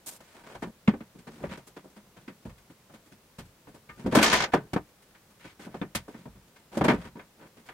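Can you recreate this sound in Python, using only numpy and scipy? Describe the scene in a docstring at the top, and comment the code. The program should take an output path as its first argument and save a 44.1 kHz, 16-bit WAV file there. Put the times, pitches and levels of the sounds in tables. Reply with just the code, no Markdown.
"""Over a faint room tone, hands and sleeves brush a machine's plastic housing; then it knocks and flexes
as it is lifted and stood on edge on a table. It clatters and judders on its loose base panel, a fitting
snaps, and it rocks to rest. Blows excite the damped modes of the shell, sliding friction drives its crowded
resonances as noise, and flexed parts ring when let go. A microphone pair hears it in a small room."""
import sys
import numpy as np
from scipy import signal
from scipy.fft import rfft, irfft, next_fast_len
from scipy.io import wavfile
from scipy.ndimage import uniform_filter1d

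SR = 44100
rng = np.random.default_rng(int(sys.argv[2]) if len(sys.argv) > 2 else 0)


def file_out(sig):
    """Save sig as 16-bit WAV at sys.argv[1]."""
    # one column per channel
    cols = np.atleast_2d(sig).T
    # limit, then scale
    lim = np.clip(cols, -1, 1)
    pcm = np.round(lim * 32767).astype(np.int16)
    wavfile.write(sys.argv[1], SR, pcm)


N = 340893

# room murmur and hiss: (frequency [Hz], relative spectral density [dB])
ROOM_SPECTRUM = [(15, -51), (25, -6), (204, 2.5), (260, -3.5), (445, -3.5), (523, -3), (631, -7), (997, -8),
                 (1380, -10), (2630, -13), (9550, -18), (14300, -19.5), (15500, -18.5)]
# likeness of the two channels: (frequency [Hz], correlation [ratio])
COHERENCE = [(60, .99), (300, .96), (600, .87), (900, .68), (1400, .42), (2800, .1), (10000, .12)]
# stereo balance: (frequency [Hz], left minus right [dB])
BALANCE = [(250, 0.06), (1000, 1.5), (2000, 0.3), (4000, 1), (8000, -1.7), (12000, 0)]
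# main modes of the housing and its panel: (frequency [Hz], relative level [dB], t60 [s])
SHELL_MODES = [(128, -13, .3), (180, -10, .14), (227, -6, .16), (302, -6, .2), (366, -8, .14),
               (431, -7, .16), (515, -6, .13), (560, -7, .12), (943, -6, .16), (1008, -9, .12),
               (1207, -8, .17), (1435, -10, .13), (1519, -5, .18), (1731, -8, .14), (1816, -6, .18),
               (2036, -10, .15), (2148, -9, .15), (2242, -8, .16), (2352, -10, .15), (2546, -10, .12),
               (3250, -13, .09), (4414, -14, .1), (4678, -12, .1), (9700, -13, .05)]
# decay of the shell's dense, overlapping modes: (frequency [Hz], base t60 [s])
SHELL_DECAY = [(90, 0.25), (230, 0.08), (700, 0.09), (2100, 0.094), (7500, 0.065)]
# the hold tightens and loosens, changing that decay: (time [s], t60 multiplier [ratio])
GRIP_RING_LENGTH = [(.6, 1.2), (4.15, 1.4), (4.35, 1.25), (4.44, .9), (4.53, 1.4), (4.73, .9), (5.5, 1.3),
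                    (6.82, 1.05), (6.89, 1.5)]
# centres of the table thump, shell boom, knock, crack, tick and sizzle zones: (frequency [Hz])
ZONES_HZ = [90, 230, 700, 2100, 5500, 12000]
# spectral weighting added to every contact: (frequency [Hz], gain [dB])
CONTACT_COLOUR = [(25, -25.5), (50, -8), (100, -7), (150, 3), (230, -1), (420, -1), (800, -2), (1300, 0),
                  (2000, -1), (3200, -1), (5000, -2), (7200, 0.5), (9500, 8), (16000, -11.5)]
# hands, sleeves and edges sliding; boom and crack are relative to the drive in the knock zone:
# (time [s], duration [s], drive [dB], boom [dB], crack [dB], tilt above the crack [dB/octave])
RUBS = [(0.06, 0.044, -50, -6, -0.5, 6.5), (0.072, .11, -56.5, -9, -0.5, 4.5),
        (0.201, 0.23, -63.5, -12, 4.5, -3), (0.339, 0.09, -51, -10, -5.5, -8.5),
        (0.432, 0.15, -49, -6, -3, -5.5), (0.638, 0.074, -53.5, 12, -15, -1),
        (1.301, 0.1, -58.5, 6, 0.5, -3), (1.391, 0.1, -46.5, 6, -9, -4), (1.49, 0.079, -48, 4.5, 5.5, -8.5),
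        (3.973, .075, -51.5, 8, -3.5, -3.5), (4.111, 0.14, -38, 0, 4, -6.5),
        (4.468, 0.042, -43, -5, -15, -6), (4.602, 0.1, -58.5, 2, -12, -10.5),
        (5.395, .14, -64, -10, 14.5, -8), (5.595, 0.082, -54, 0, 3, -3.5), (5.691, 0.12, -57, -2, -1.5, -7),
        (6.074, 0.2, -64.5, 12, 4.5, -4.5), (6.716, 0.091, -43.5, -1, -6, -4),
        (6.969, 0.13, -52, -7, 0, -6.5), (7.39, 0.092, -52.5, 1, -3, -11),
        (7.654, 0.054, -60, -12, 3.5, -2.5)]
# walls springing back and parts left ringing: (time [s], frequency [Hz], level [dB], t60 [s])
FREE_RINGS = [(.876, 2730, -24.5, 0.026), (.876, 2133, -26.5, .04), (.877, 3500, -34, 0.033),
              (.878, 1103, -25.5, .074), (.880, 207, -0.5, 0.064), (1.439, 556, -20.5, 0.044),
              (1.469, 77, -30, 0.12), (1.965, 207, -40.5, 0.15), (2.282, 2620, -43, 0.035),
              (2.286, 365, -43, 0.08), (3.895, 1208, -45.5, 0.23), (3.894, 1820, -49, 0.2),
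              (3.893, 2147, -41.5, .092), (4.156, 544, -23, 0.24), (4.158, 221.7, -16.5, 0.32),
              (4.26, 1754, -19.5, 0.11), (4.281, 302, -25.5, 0.13), (4.331, 1006, -23.5, 0.24),
              (4.4, 2095, -32, .18), (4.537, 428.6, -24.5, 0.19), (4.539, 248, -19, 0.092),
              (5.815, 3550, -39.5, .045), (6.771, 570, -13.5, 0.031), (7.155, 953, -47, .21)]
# impacts on the housing; thump, boom and crack are relative to the drive in the knock zone:
# (time [s], build-up [s], drive [dB], thump [dB], boom [dB], crack [dB], tilt above the crack [dB/octave])
BLOWS = [ (0.204, 0.00087, -52.5, -25, -7, -7.5, -1.5), (0.551, 0.0011, -42.5, -4, -8, -8.5, -6.5),
         (0.621, 0.0069, -31.5, -17, 0, -7.5, -6), (0.875, 0.0032, -30.5, -4, 7.5, 0.5, -12),
         (0.935, 0.0032, -40.5, -24, 10.5, -11, -14), (1.005, 0.0011, -51, -11, 12.5, 0.5, -13),
         (1.151, 0.003, -60, -3, 13.5, -7, -3), (1.184, 0.0067, -62, 5, 14, 5.5, -2),
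         (1.268, 0.01, -42, -12, 4.5, -5.5, -5), (1.435, 0.0018, -41, -9, 6.5, -1, -28),
         (1.57, 0.0079, -45, -6, 0, -5.5, -1.5), (1.668, 0.014, -51.5, -18, 0, -4, 4),
         (1.764, 0.004, -43.5, -20, 1.5, -5.5, -6), (1.84, 0.012, -46, -26, 4.5, -18, 0),
         (1.960, 0.014, -47.5, -16, -4, -5.5, -3), (2.164, 0.0091, -50.5, -6, -1.5, -2.5, -4.7),
         (2.277, 0.0032, -49, -12, 12.5, 3, -10), (2.451, 0.0092, -44, 5, 7.5, -10, -2.5),
         (2.493, .003, -55.5, -11, -5, 0, -5.5), (2.578, 0.0028, -68, 2, -5, 7, -2.5),
         (2.698, 0.0022, -58.5, -9, 10.5, -0.5, -13), (2.896, .003, -55, -11, -4, -9, -13),
         (2.936, 0.011, -51.5, -9, 4, 0, -3.5), (3.117, 0.0045, -62, 5, 12, 4.5, -3),
         (3.383, 0.0083, -45, 6.5, 1.5, 1.5, -2), (3.669, 0.0066, -47, -8, 0.5, -9, -11),
         (3.742, 0.0096, -50, -8, 3, -7, 0), (3.889, 0.0077, -51, 1, -3, 7, -13),
         (4.043, .012, -42.5, 15, 12.5, -7, -13), (4.060, 0.0029, -33, -14, 13.5, -12, -4.5),
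         (4.122, 0.0067, -25, -17.5, 1, -14, -13), (4.149, .003, -15, -16, -8, -9.5, -2),
         (4.167, 0.0011, -28, -23, 17.5, 2, -6), (4.185, 0.0013, -22.5, -16, -5, 0, -9),
         (4.213, .001, -30, -40, 1.5, 1.5, -5.5), (4.227, 0.0017, -25, -38, -12, 8, -4),
         (4.326, 0.0059, -22.5, -18, -6.5, 7, -6.5), (4.356, .0026, -32, -32.5, -15, 0.5, -3.5),
         (4.403, .001, -31.5, -24, -18, 3, -9.5), (4.432, 0.0035, -29.5, -27, -17, 3.5, -13),
         (4.519, 0.006, -45, -10.5, -19, 5, -9), (4.534, 0.0027, -15.5, -22, -5.5, -13, -9),
         (4.732, 0.0012, -35, 1, 7.5, -2.5, -4), (4.761, 0.0007, -25.5, -15, -1, -12.5, -14),
         (5.023, .001, -72, -7, -8, 6, 1), (5.146, 0.0054, -60.5, -8, 0, 8.5, -13),
         (5.444, 0.0072, -47.5, -6, 3, 0, -7), (5.592, .005, -50, -18, 5.5, -2.5, -4.5),
         (5.664, 0.0046, -44.5, -8, 7.5, -14, -9), (5.742, 0.002, -37, -9.5, -2, -14, -7.5),
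         (5.814, 0.002, -37.5, -11, 9.5, -2.5, -16.5), (5.949, 0.0026, -36, -1.5, -0.5, 6, -0.5),
         (6.079, 0.0035, -42.5, -34, 2.5, -14.5, -3.5), (6.140, 0.0055, -50, -10, 6, 0, -21),
         (6.255, 0.0018, -46, 2.5, 2.5, -14, -10), (6.354, 0.0073, -60, 12, 8.5, -2.5, -8),
         (6.559, 0.0057, -58.5, -17, -23, 5.5, -6), (6.769, 0.0078, -29.5, -12, 9, -10, -1.5),
         (6.809, 0.0018, -21, -11, -.5, -12.5, -12.5), (6.839, 0.009, -19, -29, 2.5, -9, -4.5),
         (6.881, 0.0025, -21, -36, 1.5, -0.5, -13.5), (6.893, 0.0083, -21.5, -10, 4.5, -3, -11.5),
         (6.932, 0.0058, -37, -19, 17, -8, -5.5), (7.05, 0.0011, -51, -1, 6, -0.5, -7),
         (7.152, 0.026, -43.5, -14, 13.5, -4, -13), (7.191, .003, -47.5, -18, -11, 1, -17),
         (7.567, 0.0065, -57.5, -6, 7.5, -0.5, -3), (7.687, 0.0011, -46.5, -18, -11, 2.5, -12.5)]

BANDS_HZ = 31.25 * 2 ** (np.arange(19) / 2)
TOP_HZ = 15850
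RING_SAMPLES, NOISE_SAMPLES = 12000, 65536
T = np.arange(RING_SAMPLES) / SR  # time since a contact, s


def undb(db):
    """Amplitude grows tenfold for every 20 dB."""
    return 10 ** (np.asarray(db) / 20)


def at(hz, points):
    """Interpolation of (frequency, value) points on a logarithmic frequency axis."""
    f, value = np.transpose(points)
    return np.interp(np.log(np.maximum(hz, 1)), np.log(f), value)


def add(out, s, sound):
    """Superposition: a sound starting at time s adds to those already present."""
    i = max(int(s * SR), 0)
    out[:, i:i + sound.shape[1]] += sound[:, :max(N - i, 0)]


def stereo(hz, mid, side):
    """Spatial coherence: the channels agree in the bass and part in the treble, where reflections dominate."""
    alike = np.clip(at(hz, COHERENCE), 0, 1)
    lean = undb(at(hz, BALANCE) / 2)
    mid, side = mid * np.sqrt((1 + alike) / 2), side * np.sqrt((1 - alike) / 2)
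    return np.array([(mid + side) * lean, (mid - side) / lean])


def room_tone(level_db=-61.52):
    """Stationary noise: a low room murmur under even microphone hiss."""
    size = next_fast_len(N)
    hz = np.fft.rfftfreq(size, 1 / SR)
    white = stereo(hz, *rfft(rng.standard_normal((2, size))))
    noise = irfft(white * undb(at(hz, ROOM_SPECTRUM)) * (hz < TOP_HZ), size)[:, :N]
    return noise / np.std(noise.mean(axis=0)) * undb(level_db)


def dense_modes(peak_db=12, half_width_hz=16):
    """Modal overlap: crowded resonances act as noise, peaked at the main modes; (band, channel, time)."""
    hz = np.maximum(np.fft.rfftfreq(NOISE_SAMPLES, 1 / SR), 1)
    resonances = (undb(peak_db + db) / (1 + ((hz - f) / half_width_hz) ** 2) for f, db, _ in SHELL_MODES)
    peaks = np.sqrt(1 + sum(resonance ** 2 for resonance in resonances))
    bands = []
    for centre in BANDS_HZ:
        spectrum = stereo(hz, *rfft(rng.standard_normal((2, NOISE_SAMPLES)))) * peaks
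        window = np.cos(np.pi / 2 * np.clip(2 * np.log2(hz / centre), -1, 1))
        band = irfft(spectrum * window, NOISE_SAMPLES)
        bands.append(band / np.std(band))
    return np.array(bands, dtype=np.float32)


def stretch(bands, count):
    """Random phase: each contact takes its own stretch of the crowded resonances."""
    start = int(rng.random() * (NOISE_SAMPLES // 2))
    return bands[:, :, start:start + count]


def treble(crack_db, tilt_db):
    """Contact hardness sets the slope per octave: crack, tick and sizzle in dB, duller when soft."""
    octaves = np.log2(np.array(ZONES_HZ[3:]) / ZONES_HZ[3])
    return crack_db + tilt_db * octaves + np.array([-0.5, -0.5, -4.5])  # thin plastic loses the very top


def excitation(hz, db, thump, boom, crack, tick, sizzle):
    """Excitation spectrum: how strongly a contact drives half an octave around each frequency."""
    zone_db = np.interp(np.log(hz), np.log(ZONES_HZ), [thump, boom, 0, crack, tick, sizzle])
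    return undb(db + zone_db + at(hz, CONTACT_COLOUR)) / np.sqrt(2)


def chatter(count, spread_db, step=24):
    """Uneven contact: the force, of unit rms, jumps at random every step samples."""
    force = np.repeat(undb(spread_db * rng.standard_normal(count // step + 1)), step)[:count]
    return force / np.sqrt(np.mean(force ** 2))


def mix(shell, gain, grain):
    """Amplitude modulation: the bands are summed, and the contact's grain roughens only the treble."""
    bright = BANDS_HZ > 900
    low, high = (np.einsum("b,bct->ct", np.float32(gain * part), shell) for part in (~bright, bright))
    return low + high * grain


def finger_taps(count=48, per_s=4, build_s=0.00484, drive_db=-73, thump_db=-11.5, boom_db=13.5):
    """Light impacts: contacts of shifting fingers, random in time, strength and hardness."""
    starts = (np.arange(count) + rng.random(count)) / per_s
    return [(s, build_s, drive_db - 1.5 * weak, thump_db, boom_db, *treble(crack_db=6, tilt_db=hard - 0.5))
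            for s, (weak, hard) in zip(starts, rng.standard_normal((count, 2))) if s < N / SR]


def rubs(bands, grain_db=3, catch_db=1.7, gain_db=-2.0):
    """Sliding friction: the pressure swells, catches and fades, driving the shell with a fine grain."""
    out = np.zeros((2, N))
    for s, length, db, boom, crack, tilt in RUBS:
        thump = boom - 8  # sliding shakes the table less than the shell
        gain = excitation(BANDS_HZ, db, thump, boom, *treble(crack, tilt))
        count = int(length * SR)
        catches = uniform_filter1d(chatter(NOISE_SAMPLES, catch_db, step=500), size=200)[:count]
        pressure = np.sqrt(np.sin(np.pi * np.arange(count) / count)) * catches
        add(out, s, pressure * mix(stretch(bands, count), gain, chatter(NOISE_SAMPLES, grain_db)[:count]))
    return undb(gain_db) * out


def flexed_parts():
    """Free vibration: a flexed part lets go and rings at one frequency, decaying exponentially."""
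    out = np.zeros((2, N))
    for s, hz, db, t60 in FREE_RINGS:
        swell_s = 0.00037 + 1 / hz  # a moment plus one cycle
        envelope = undb(db - 60 * T / t60) * (1 - np.exp(-(T / swell_s) ** 2))
        ring = envelope * np.exp(2j * np.pi * hz * T)
        add(out, s, stereo(hz, ring, 1j * ring).imag)
    return out


def judder(count=12, start_s=4.243, slips_per_s=56, build_s=0.0014, surge_s=0.098, surge_db=2):
    """Stick-slip on the base panel: uneven, surging contacts, weaker and duller as the sliding slows."""
    late, strong = rng.standard_normal((count, 2)).T
    ages = (np.arange(count) + 0.16 * late) / slips_per_s
    surge = surge_db * np.cos(2 * np.pi * ages / surge_s)
    drives_db = -28 - 29 * ages + surge + strong
    sizzles_db = -22.5 - 101 * ages
    thump_db, boom_db, crack_db, tick_db = -15.5, -9.5, 0.5, 2.5  # the panel's edge is bright
    return [(start_s + age, build_s, db, thump_db, boom_db, crack_db, tick_db, sizzle_db)
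            for age, db, sizzle_db in zip(ages, drives_db, sizzles_db)]


def handling():
    """Impulsive forcing: the contacts of gripping, lifting and setting down."""
    return [(*blow, *treble(crack, tilt)) for *blow, crack, tilt in BLOWS]


def knocks(bands, contacts, dense_db=0.4, modes_db=-7.5, room_db=-36, room_t60_s=0.35):
    """Impact response: a blow builds as the surfaces meet, then decays in the shell's modes and the room."""
    out = np.zeros((2, N))
    free_s = np.maximum(T - 0.007, 0)  # reflections from table and wall sustain the first moments
    damping = np.float32(np.log(1000) * free_s / at(BANDS_HZ, SHELL_DECAY)[:, None])
    room = np.float32(undb(room_db) * np.exp(-np.log(1000) * T / room_t60_s))
    direct = 1 + 0.34 * np.exp(-T / 0.0035)  # the direct crack comes first
    bending = 1 - np.exp(-T * BANDS_HZ[:, None] / 0.29)  # bending waves need part of a cycle to build
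    attack = np.float32(direct * bending)
    mode_hz, mode_db, t60 = np.transpose(SHELL_MODES)
    rings = np.exp((2j * np.pi * mode_hz - np.log(1000) / t60)[:, None] * T).astype(np.complex64)
    for s, build_s, *colour in contacts:
        ring_length = np.interp(s, *np.transpose(GRIP_RING_LENGTH))  # a firm grip shortens the ring
        swell = np.float32(1 - np.exp(-T / build_s))
        envelope = swell * attack * (np.exp(-damping / np.float32(ring_length)) + room)
        shell = stretch(bands, RING_SAMPLES) * envelope[:, None]
        # the blow sets the energy in each band, whatever the phases
        energy = np.einsum("bct,bct->b", shell, shell)
        gain = np.sqrt(2 * np.sum(envelope ** 2, axis=1) / energy) * excitation(BANDS_HZ, *colour)
        # every contact point favours other bands and modes
        gain *= undb(0.27 * rng.standard_normal(len(BANDS_HZ)))
        chance = rng.standard_normal((len(SHELL_MODES), 3)).T
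        coupling = stereo(mode_hz, *np.exp(2j * np.pi * chance[:2])) * undb(mode_db + 3 * chance[2])
        hollow_ring = (np.complex64(coupling * excitation(mode_hz, *colour)) @ rings).imag * swell
        dense_ring = mix(shell, gain, chatter(RING_SAMPLES, spread_db=2))
        add(out, s, undb(dense_db) * dense_ring + undb(modes_db) * hollow_ring)
    return out


def scene():
    """Superposition: rubs, blows, judder and taps share one shell, with ringing parts and room tone."""
    bands = dense_modes()
    background = room_tone() + rubs(bands) + flexed_parts()
    return background + knocks(bands, handling() + judder() + finger_taps())


def record(dry):
    """Band limiting: a steep low-pass filter cuts the top of the treble."""
    return signal.sosfilt(signal.ellip(10, .2, 80, TOP_HZ, fs=SR, output="sos"), dry)


dry = scene()
out = record(dry)
file_out(out)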